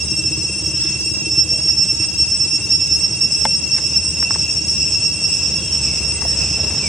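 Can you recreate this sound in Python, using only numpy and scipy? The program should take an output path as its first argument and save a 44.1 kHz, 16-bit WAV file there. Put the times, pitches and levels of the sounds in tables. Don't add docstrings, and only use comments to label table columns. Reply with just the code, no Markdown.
import sys
import numpy as np
from scipy import signal
from scipy.fft import rfft, irfft
from scipy.io import wavfile
from scipy.ndimage import uniform_filter1d

SR = 44100
rng = np.random.default_rng(int(sys.argv[2]) if len(sys.argv) > 2 else 0)


def store_wav(level_fs):
    pcm = np.round(np.clip(np.atleast_2d(level_fs), -1, 1) * 32767)
    wavfile.write(sys.argv[1], SR, pcm.T.astype(np.int16))


N = 303408
TIME = np.arange(N) / SR


def amp(db):
    return 10 ** (np.asarray(db) / 20)


def evened(x):
    return x / np.sqrt(np.mean(x ** 2) + 1e-20)


def read(points, hz):
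    f, value = np.transpose(points)
    return np.interp(np.log(hz + 1), np.log(f + 1), value)


def follow(rows):
    s, *columns = np.transpose(rows)
    return [np.interp(TIME, s, column) for column in columns]


def add(mix, s, sound):
    part = mix[max(round(s * SR), 0):][:len(sound)]
    part += sound[:len(part)]


def wander(hz, edge=4):
    f = np.fft.rfftfreq(N, 1 / SR)
    rolloff = np.sqrt((1 + (f / hz) ** 2) * (1 + (f / hz / edge) ** 4))
    return evened(irfft(rfft(rng.standard_normal(N)) / rolloff, N))


def sides(left_db):
    return amp(np.array([[left_db], [-left_db]]) / 2)


# f/Hz, coherence/1
COHERENCE = [(100, 1), (500, 0.99), (1000, 0.95), (2700, 0.88), (4000, 0.78), (6000, 0.37), (8000, 0.23),
             (12000, 0.052)]
# f/Hz, phase/rad
PHASE_LEAD = [(100, 0.04), (2700, 0.35), (5400, 0.0079), (5900, 0), (8100, 0.94)]


def pair(a, b):
    f = np.linspace(0, SR / 2, len(a))
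    same = np.clip(read(COHERENCE, f), 0, 1)
    left = a * np.exp(1j * read(PHASE_LEAD, f))
    right = same * a + np.sqrt(1 - same ** 2) * b
    return irfft(np.array([left, right]))


def wash(spectrum):
    colour = amp(read(spectrum, np.fft.rfftfreq(N, 1 / SR)))
    first, second = rfft(rng.standard_normal((2, N))) * colour
    return evened(pair(first, second))


def forest(x, t60):
    decaying = rng.standard_normal((2, SR)) * amp(-60 * TIME[:SR] / t60)
    tail = pair(*rfft(decaying))
    return signal.fftconvolve(x[None], tail / np.linalg.norm(tail[0]), axes=1)[:, :N]


# f/Hz, relative density/dB
RUMBLE_SPECTRUM = [(20, -48), (40, -18), (52, -16), (70, 2), (95, 1.5), (115, -3), (150, 0), (200, -4.5),
                   (260, -10), (400, -15.5), (600, -42.5), (1200, -65)]
TYRE_SPECTRUM = [(200, -64), (400, 7), (620, 3.5), (800, -0.5), (1000, -1.5), (1300, -5), (2100, -6.5),
                 (4000, -7.5), (12000, -32)]
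# t/s, rumble level/dB, tyre-noise level/dB
TRAFFIC_COURSE = [(0.0, -33, -45), (1.9, -35, -44), (3.9, -33.5, -43.5), (5.4, -32, -41.5),
                  (6.3, -32.5, -38.5), (6.88, -29, -37)]
# t/s, firing f/Hz, level/dB
VEHICLE_DRONE = [(0, 76, -40.5), (1.4, 76, -38), (3.8, 76, -41.5), (4.1, 80, -33), (5.1, 77, -43.5),
                 (5.9, 67, -31.5), (6.88, 73, -35)]


def traffic(rumble_db=1, tyres_db=1, second_db=-9):
    low_db, road_db = follow(TRAFFIC_COURSE)
    hz, drone_db = follow(VEHICLE_DRONE)
    phase = 2 * np.pi * np.cumsum(hz * (1 + 0.01404 * wander(4.13))) / SR
    harmonics = np.sin(phase) + amp(second_db) * np.sin(2 * phase)
    drone = amp(drone_db) * evened(harmonics)
    drift_db = 1.1 * wander(5)
    rumble = amp(low_db + rumble_db) * wash(RUMBLE_SPECTRUM)
    tyres = amp(road_db + tyres_db + drift_db) * wash(TYRE_SPECTRUM)
    return rumble + tyres + drone


TYMBAL_HARMONICS = [-53, -65, -38.5, -37, -8, -27.5, -29.5, -27, -25, 3, -10.5, -13.5, -19.5, -19, -6,
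                    -22.5, -30.5, -37.5, -33.5, -24.5, -40.5, -53, -62, -60, -46.5]


def buzz(phase, flutter_hz):
    t = np.arange(0, N / SR + 1, 1 / 400)
    smooth = np.exp(-(np.fft.fftfreq(len(t), t[1]) / flutter_hz) ** 2 / 2)
    out, turn, harmonic = np.zeros((2, N)), np.exp(1j * phase), 1
    for db in TYMBAL_HARMONICS:
        harmonic = harmonic * turn
        random_phases = np.exp(2j * np.pi * rng.random((2, len(t))))
        fades = np.fft.ifft(evened(smooth) * random_phases, norm="ortho")
        out += [(np.interp(TIME, t, amp(db) * fade) * harmonic).real for fade in fades]
    return pair(*rfft(out))


# f/Hz, relative density/dB
HISS_SPECTRUM = [(1800, -68), (2400, -19), (2680, -7), (3000, -20.5), (3600, -20.5), (4000, -44),
                 (4700, -18), (5350, -4.5), (5800, -10.5), (7200, -16.5), (8050, -6), (9000, -78),
                 (10900, -51), (12000, -68)]


def chorus(far_db=-24, far_hz=537.0, hiss_db=-36, waver=0.001988):
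    phase = 2 * np.pi * np.cumsum(far_hz * (1 + waver * wander(7.01))) / SR
    far = signal.lfilter(*signal.butter(1, 4000, fs=SR), buzz(phase, flutter_hz=16))
    return amp(far_db) * far + amp(hiss_db + wander(5.9)) * wash(HISS_SPECTRUM)


# t/s, length/s, start f/Hz, end f/Hz, direct level/dB, pitch scatter/1
BIRD_CALLS = [(0.694, 0.22, 2850, 3600, -43, 0.043), (1.33, 0.27, 520, 495, -43.5, 0.03),
              (1.503, 0.11, 667, 580, -43, 0.062), (5.543, 0.25, 3460, 2863, -41, 0.039),
              (5.822, .17, 2490, 2050, -46, .012), (6.104, 0.25, 2151, 1760, -45, .022),
              (6.823, 0.08, 2440, 2160, -30.5, 0.017)]


def birds(t60=0.61):
    out, quaver = np.zeros(N), wander(130)
    for s, length, start_hz, end_hz, db, scatter in BIRD_CALLS:
        glide = np.geomspace(start_hz, end_hz, int(length * SR))
        hz = glide * (1 + scatter * quaver[:len(glide)])
        tone = np.sin(2 * np.pi * np.cumsum(hz) / SR)
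        add(out, s, amp(db) * signal.windows.tukey(len(hz), .5) * tone)
    return out + forest(out, t60)


# t/s, firing rate f/Hz, level/dB
IDLE_COURSE = [(0, 14.5, -33), (1.3, 19.9, -34.5), (1.42, 14, -34), (2.5, 15.5, -39), (3.6, 16, -42.5),
               (6.88, 15.65, -38.5)]
# f/Hz, bandwidth/Hz, relative level/dB
EXHAUST_MODES = [(119.5, 28, 5.5), (137, 36, -12), (217, 93, -26), (313.9, 18, 8), (430, 64, -12)]


def idle(first_s=.05, pipe_hz=380):
    rate, level_db = follow(IDLE_COURSE)
    turns = np.cumsum(rate) / SR - first_s * rate[0] + .03 * wander(3)
    thumps = np.diff(np.floor(turns), prepend=np.floor(turns[0]))
    puffs = np.exp(-(turns % 1) / .13) * rng.standard_normal(N)
    drive = 2 * evened(thumps) + evened(puffs)
    pipe = np.zeros(N)
    for hz, width, db in EXHAUST_MODES:
        pipe += amp(db) * signal.lfilter(*signal.iirpeak(hz, hz / width, SR), drive)
    muffler = signal.butter(3, [70, pipe_hz], "band", fs=SR, output="sos")
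    return amp(level_db) * evened(signal.sosfilt(muffler, pipe))


# centre t/s, level/dB, spread/s
LEAF_RUSTLES = [(0.816, -41, 0.011), (0.877, -39, 0.17), (1.604, -38, 0.018), (1.694, -35, 0.011),
                (2.033, -36.5, .04), (3.775, -36.5, 0.061)]


def leaves(per_s=1500):
    press = sum(amp(db) * np.exp(-2 * ((TIME - s) / length) ** 2) for s, db, length in LEAF_RUSTLES)
    snaps = rng.standard_normal((2, N)) * (rng.random((2, N)) < per_s / SR)
    # f/Hz, relative level/dB
    spectrum = [(300, -25), (900, 8.5), (1900, 8), (4000, 6), (8000, 7.5), (14000, -29)]
    colour = amp(read(spectrum, np.fft.rfftfreq(N, 1 / SR)))
    return press * evened(pair(*(rfft(snaps) * colour)))


# t/s, level/dB, centre f/Hz, half-width/octave, decay constant/s, ring relative to band/dB
KNOCK_BANDS = [(3.4522, -8, 4500, 0.73, 0.002, -24), (3.4532, -11.5, 724.6, 0.34, 0.0024, -7),
               (3.453, -13, 1860, 0.21, 0.0033, -33), (3.783, -21, 895, 1.3, 0.0043, -19),
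               (4.2278, -15.5, 1210, 0.58, 0.00023, -52), (4.3079, -13, 870, 0.66, 0.00071, -32),
               (4.350, -23, 1397, 0.44, 0.00095, -34), (4.3588, -17, 460, 1.1, 0.0038, -38),
               (6.221, -19.5, 1049, 0.27, 0.0015, -51), (6.252, -20, 616, 0.22, 0.0034, -39)]
# f/Hz, relative level/dB, t60/s
WOOD_MODES = [(234, -7, 0.11), (540, -4.5, 0.22), (660, -10, 0.075), (880, 6, 0.028), (1721.2, -33, 0.023),
              (2108, -1.5, 0.047), (3400, 1.5, 0.02)]


def knocks(echo_s=.0045, echo_db=-11, push=7, left_db=-3.5):
    out, t = np.zeros(N), TIME[:8192]
    ring = sum(amp(db - 60 * t / t60) * np.sin(2 * np.pi * hz * t) for hz, db, t60 in WOOD_MODES)
    for s, db, hz, octaves, decay, ring_db in KNOCK_BANDS:
        burst = rng.standard_normal(len(t)) * np.exp(-t / decay)
        burst[0] += push
        edges = np.clip([hz / 2 ** octaves, hz * 2 ** octaves], 20, SR / 2 - 1000)
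        band = signal.sosfilt(signal.butter(2, edges, "band", fs=SR, output="sos"), burst)
        add(out, s, amp(db) * (band / abs(band).max() + amp(ring_db) * ring))
    bounce = amp(echo_db) * np.interp(TIME - echo_s, TIME, out)
    return sides(left_db) * (out + bounce)


# t/s, level/dB, relaxed tymbal f/Hz, ring-harmonic timing jitter before strain/rad
SONG_COURSE = [(0, -20.5, 542.6, 0.24), (1.25, -25, 543, 0.25), (1.38, -9.5, 543, 0.15),
               (2.2, -14, 542.4, 0.22), (2.9, -11.5, 542.7, 0.28), (4.2, -15.5, 544, 0.42),
               (5.4, -16, 543.9, 0.52), (6.88, -21, 539, 0.64)]
# first throb t/s, throb spacing/s
SONG_PHRASES = [(0.185, .095), (0.686, 0.11), (1.19, 0.11), (1.711, .104), (2.215, .11), (2.736, 0.1),
                (3.236, 0.1), (3.745, .104), (4.222, 0.1), (4.712, .113), (5.254, 0.094), (5.745, 0.11),
                (6.299, 0.11), (6.759, .11)]
THROB_COUNT = 4
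THROB_S, FADE_DB_PER_THROB = 0.051, 1.08
BREAK_DB = -19
SAG_HZ, SAG_HZ_PER_RADIAN = 3.3, 5
STRAIN_AT_THROB, STRAIN_S, RASP_RELAXED, RASP_STRAINED = 1.45, .12, 0.69, 1.18


def song():
    level_db, rate, jitter = follow(SONG_COURSE)
    power, strain = np.full(N, amp(BREAK_DB) ** 2), np.zeros(N)
    t = np.arange(-THROB_S, THROB_S, 1 / SR)
    pulse = .5 ** ((2 * t / THROB_S) ** 4)
    for start, gap in SONG_PHRASES:
        middle = start + STRAIN_AT_THROB * gap
        strain += np.exp(-abs((TIME - middle) / STRAIN_S) ** 3)
        for k in range(THROB_COUNT):
            add(power, start + k * gap - THROB_S, amp(-FADE_DB_PER_THROB * k) ** 2 * pulse)
    sag = strain * (SAG_HZ + SAG_HZ_PER_RADIAN * jitter)
    rasp = RASP_RELAXED + (RASP_STRAINED - RASP_RELAXED) * strain
    return amp(level_db) * np.sqrt(power), rate - sag, jitter * rasp


RING_HARMONIC = 10


def cicada(buzz_db=-22.5, ring_db=-1, rasp=1.0, rasp_hz=65, stumble=2.3, buzz_rasp=0.29,
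           flutter_hz=15, ring_left_db=-5.0, hiss_db=-24, swell=0.034):
    throb, rate, jitter = song()
    phase = 2 * np.pi * np.cumsum(rate) / SR + rasp * jitter * wander(rasp_hz) / RING_HARMONIC
    slip = stumble * jitter
    ring = throb * np.cos(slip * wander(46)) * 2 / np.sqrt(1 + np.exp(-2 * slip ** 2))
    direct = amp(ring_db) * sides(ring_left_db) * ring * np.cos(RING_HARMONIC * phase)
    relative_throb = throb / (uniform_filter1d(throb, SR) + 1e-6)
    effort = evened(1 - swell + swell * relative_throb)
    rough = jitter * np.sqrt(jitter)
    overtones = buzz(phase + buzz_rasp * rough * wander(39), flutter_hz)
    hiss = amp(hiss_db) * rough * wash(HISS_SPECTRUM)
    return direct + effort * (amp(buzz_db) * overtones + hiss)


def scene():
    return traffic() + chorus() + birds() + idle() + leaves() + knocks() + cicada()


EDGE_HZ = 15000


def record(dry):
    lowpass = signal.firwin(511, EDGE_HZ, window=("kaiser", 9), fs=SR)
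    return signal.oaconvolve(dry, lowpass[None], "same")


dry = scene()
out = record(dry)
store_wav(out)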